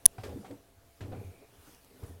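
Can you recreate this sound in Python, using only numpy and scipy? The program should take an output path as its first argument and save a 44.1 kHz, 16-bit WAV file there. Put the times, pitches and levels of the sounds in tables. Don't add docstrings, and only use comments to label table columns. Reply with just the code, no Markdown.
import sys
import numpy as np
from scipy import signal
from scipy.fft import rfft, irfft
from scipy.io import wavfile
from scipy.ndimage import uniform_filter1d

SR = 44100
rng = np.random.default_rng(int(sys.argv[2]) if len(sys.argv) > 2 else 0)


def field_ratio(decibels):
    return 10 ** (np.asarray(decibels, dtype=float) / 20)


def dump_mix(stems):
    frames = np.atleast_2d(stems).T
    limited = np.clip(frames, -1, 1)
    pcm = np.round(limited * 32767).astype(np.int16)
    wavfile.write(sys.argv[1], SR, pcm)


N = 97020

# [f/Hz, density/dB]
AIR_SPECTRUM = [(20, 0), (85, 2.5), (160, -13.5), (300, -10.5), (700, -11.5), (900, -15.5), (4000, -23),
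                (16000, -26)]
# [f/Hz, level/dB]
HUM_MODES = [(448, -81.5), (285, -80.5)]
# [f/Hz, level/dB, fade/(dB/s)]
WHINE_TONE = (678, -66, -5.5)
# [t/s, level/dB]
RUSTLE_LEVEL = [(0, -68.5), (.22, -65), (.3, -62.5), (.5, -66), (.6, -72), (.8, -77.5), (.9, -70.5),
                (1.25, -66), (1.45, -70), (1.6, -64.5), (1.67, -60), (1.77, -63), (1.81, -67),
                (1.94, -66.5), (2.0, -62.5), (2.09, -63), (2.2, -70)]
# [f/Hz, density/dB]
CLOTH_SPECTRUM = [(500, -12), (900, -0.5), (2200, -4.5), (3500, -6.5), (7500, -8), (10000, -5.5),
                  (13500, -7.5), (16000, -12)]
# [t/s, level/dB, f/Hz, length/s]
CLOTH_TICKS = [
    (1.748, -51, 6000, 0.0011),
    (1.847, -52, 9000, 0.0012),
    (2.037, -56, 9000, 0.0019),
    (2.062, -65, 9700, .035),
]
# [t/s, level/dB, fall/s, sag level/dB]
CATCH_SNAPS = [
    (.056595, .6, .0003, -29.5),
    (.060115, .6, .0003, -48),
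    (.061248, .6, .00042, -45),
]
# [f/Hz, level/dB]
CATCH_MODES = [(10250, 0), (6200, -12), (13200, -14), (2620, -27), (1150, -31)]
# [t/s, level/dB]
WEIGHT_LEVEL = [(.175, -59.5), (.19, -57.5), (.3, -40), (.4, -51.5), (.49, -47.5), (.52, -57), (.565, -57),
                (.6, -62.5), (.99, -78), (1.012, -45.5), (1.18, -44.5), (1.3, -54.5), (1.56, -64),
                (1.68, -56), (1.8, -68.5), (2.015, -54), (2.035, -48.5), (2.2, -58)]
# [f/Hz, width/Hz, level/dB]
BOARD_MODES = [(191, 50, -4), (263.8, 66, -0.5), (320, 50, -6), (400, 42, -2.5), (470, 40, -4),
               (560, 70, -6.5), (680, 60, -11), (800, 90, -12.5), (1052.3, 150, -20.5), (130, 61, -5)]
# [t/s, level/dB, t60/s, tilt/(dB/octave), top f/Hz]
SKIN_SLAPS = [
    (.181, -47, 0.23, -6, 6000),
    (.234, -43.5, 0.23, -4.5, 13000),
    (.29, -55, 0.24, -5.5, 7000),
    (.445, -50.5, 0.31, -5.5, 6000),
    (0.509, -46.5, 0.033, -2.5, 5000),
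    (1.006, -44, 0.24, -6, 9100),
    (1.119, -41.5, 0.22, -8.5, 4000),
    (1.14, -69, 1.2, -3.5, 9000),
    (2.027, -52, 0.34, -8.5, 9000),
]
# [t/s, length/s, level/dB, f/Hz]
BOARD_KNOCKS = [(.182, 0.014, -44.5, 750), (.182, 0.008, -47.5, 1470), (.236, 0.039, -43, 415),
                (.236, 0.034, -55, 1620), (.278, 0.015, -42.5, 470), (.357, 0.021, -37, 271),
                (.385, 0.025, -42, 205), (.445, 0.021, -47.5, 760), (.445, 0.012, -52, 1137),
                (.503, 0.059, -44, 285), (.504, 0.036, -46.5, 498.4), (1.008, 0.076, -46.5, 285),
                (1.117, 0.021, -44, 515), (1.124, 0.019, -47, 750), (2.032, 0.022, -54, 623),
                (1.17, 0.0096, -48.5, 410), (1.312, 0.017, -55.5, 470), (1.419, 0.024, -51, 437),
                (1.675, .025, -56, 301), (2.028, 0.021, -50.5, 286), (2.095, 0.015, -48.5, 287)]
# [t/s, length/s, level/dB, f/Hz]
JOIST_BOOMS = [(.183, 0.027, -37, 108), (.236, .028, -39, 87), (.278, 0.053, -39, 85),
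               (.343, 0.0077, -29.5, 105), (.375, 0.024, -40.5, 96), (.503, 0.055, -49, 109.5),
               (.77, 0.021, -52.5, 92.2), (1.012, 0.049, -34.5, 98), (1.08, 0.093, -39.5, 102.5),
               (1.172, .045, -35.5, 102.5), (1.245, 0.068, -38.5, 90.7), (1.582, 0.028, -50.5, 80),
               (2.03, .018, -33, 91), (2.09, .11, -45, 86)]
# [start t/s, end t/s, level/dB, f/Hz, width/Hz]
SOLE_DRAG = (1.12, 1.46, -69, 2380, 420)


def evened(x):
    return x / np.sqrt(np.mean(x ** 2) + 1e-20)


def add(mix, s, sound):
    part = mix[round(s * SR):][:len(sound)]
    part += sound[:len(part)]


def curve(points):
    return field_ratio(np.interp(np.arange(N) / SR, *np.transpose(points)))


def coloured(points, patchy_db):
    hz = np.fft.rfftfreq(1024, 1 / SR)
    real, imag, patches = rng.standard_normal((N // 256 + 5, 513, 3)).T
    patches = uniform_filter1d(patches, size=14, axis=0)
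    patches = evened(uniform_filter1d(patches, size=10, axis=1))
    f, db = np.transpose(points)
    density_db = np.interp(np.log(hz + 1), np.log(f + 1), db)[:, None]
    spectra = (real + 1j * imag) * field_ratio(density_db + patchy_db * patches)
    return evened(signal.istft(spectra, nperseg=1024, noverlap=768)[1][:N])


def resonate(x, hz, width):
    r = np.exp(-np.pi * width / SR)
    return 2 * signal.lfilter([1 - r], [1, -r * np.exp(2j * np.pi * hz / SR)], x).real


def house():
    t = np.arange(N) / SR
    air = field_ratio(-64) * coloured(AIR_SPECTRUM, patchy_db=1.23)
    hum = sum(field_ratio(db) * evened(resonate(rng.standard_normal(N), hz, 1.7)) for hz, db in HUM_MODES)
    hz, db, fade_db = WHINE_TONE
    whine = field_ratio(db + fade_db * t) * np.sin(2 * np.pi * hz * t)
    return air + hum + whine


def rustle():
    out = field_ratio(0.4) * curve(RUSTLE_LEVEL) * coloured(CLOTH_SPECTRUM, patchy_db=2.5)
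    t = np.arange(3000) / SR
    for s, db, hz, length in CLOTH_TICKS:
        width = 1500 + 2.5 / length
        tick = evened(resonate(rng.standard_normal(len(t)), hz, width))
        add(out, s, field_ratio(db) * np.exp(-(t / length) ** 2) * tick)
    return out


def catch():
    rise_s, hold_s, ring_db, ring_s = .00008, .00046, -25, .0008
    push_db, sag_s, sag_late_s = -26, .0065, .0006
    out = np.zeros(N)
    for s, db, fall, sag_db in CATCH_SNAPS:
        start = int(s * SR) / SR
        t = np.maximum(np.arange(4000) / SR + (start - s), 0)
        late = np.maximum(t - hold_s, 0)
        decay = np.exp(-(late / fall) ** 2) + field_ratio(ring_db) * np.exp(-t / ring_s)
        shape = np.minimum(t / rise_s, 1) * decay
        ring = sum(field_ratio(mode_db) * np.sin(2 * np.pi * hz * t) for hz, mode_db in CATCH_MODES)
        sag = (1 - np.exp(-(t / sag_late_s) ** 2)) * np.exp(-t / sag_s)
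        add(out, start, -field_ratio(db) * shape * ring + field_ratio(push_db) * shape - field_ratio(sag_db) * sag)
    return out


def boards():
    jolts_per_s, spread_db, weight_db = 440, 2.5, -4
    chance, side, size = rng.random((N, 3)).T
    jolts = (chance < jolts_per_s / SR) * np.sign(side - .5) * field_ratio(-spread_db * np.log(size + .01))
    rung = np.zeros(N)
    for hz, width, db in BOARD_MODES:
        mode = resonate(resonate(jolts, hz, 0.75 * width), hz, width)
        rung += field_ratio(db) * evened(mode)
    return field_ratio(weight_db) * curve(WEIGHT_LEVEL) * evened(rung)


def slaps():
    rise_s = 0.00155
    size = 16384
    out, t, hz = np.zeros(N), np.arange(size) / SR, np.fft.rfftfreq(size, 1 / SR)
    for s, db, t60, tilt_db, top_hz in SKIN_SLAPS:
        tilt = field_ratio(tilt_db * np.log2(hz / 1000 + .5)) / (1 + (hz / top_hz) ** 2)
        puff = evened(irfft(rfft(rng.standard_normal(size)) * tilt))
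        add(out, s, field_ratio(db - 60 * t / t60) * (1 - np.exp(-t / rise_s)) * puff)
    return out


def struck(rows, rough, rise_s):
    sag_db, cut_s = -7, 0.0092
    out, t = np.zeros(N), np.arange(16000) / SR
    for s, length, db, hz in rows:
        shape = (1 - np.exp(-t / rise_s)) * field_ratio(sag_db * t / length)
        shape = shape * np.exp(-(np.maximum(t - length, 0) / cut_s) ** 2)
        noise = resonate(rng.standard_normal(len(t)), hz, 1.63 * hz)
        noise = evened(resonate(noise, hz, 0.36 * hz))
        add(out, s, field_ratio(db) * shape * (np.sin(2 * np.pi * hz * t) + rough * noise))
    return out


def hall(x):
    t60_s, edge_hz, spacing = .3, 4000, 22
    taps = np.zeros(SR // 2)
    at = np.arange(200, SR // 2 - spacing, spacing)
    at = at + rng.integers(0, spacing, len(at))
    taps[at] = rng.choice([-1., 1.], len(at))
    taps = taps * field_ratio(-60 * np.arange(len(taps)) / SR / t60_s)
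    taps = resonate(taps, 0, edge_hz)
    return signal.fftconvolve(x, taps / np.linalg.norm(taps))[:N]


def drag():
    start, end, db, hz, width = SOLE_DRAG
    band = evened(resonate(resonate(rng.standard_normal(N), hz, width), hz, width))
    ease = curve([(start - .05, -30), (start, 0), (end, -3), (end + 0.06, -30)])
    return field_ratio(db) * ease * band


def scene():
    around = house() + rustle() + catch()
    feet = boards() + slaps()
    knocks = struck(BOARD_KNOCKS, rough=.6, rise_s=0.0013)
    feet = feet + knocks + field_ratio(-19) * hall(knocks)
    feet = feet + struck(JOIST_BOOMS, rough=.2, rise_s=0.0029)
    return (around + feet + drag())[None]


def top_cut(x):
    return signal.sosfilt(signal.butter(12, 16250, fs=SR, output="sos"), x)


def record(dry):
    clip = 1.05
    return top_cut(np.clip(dry, -clip, clip))


dry = scene()
out = record(dry)
dump_mix(out)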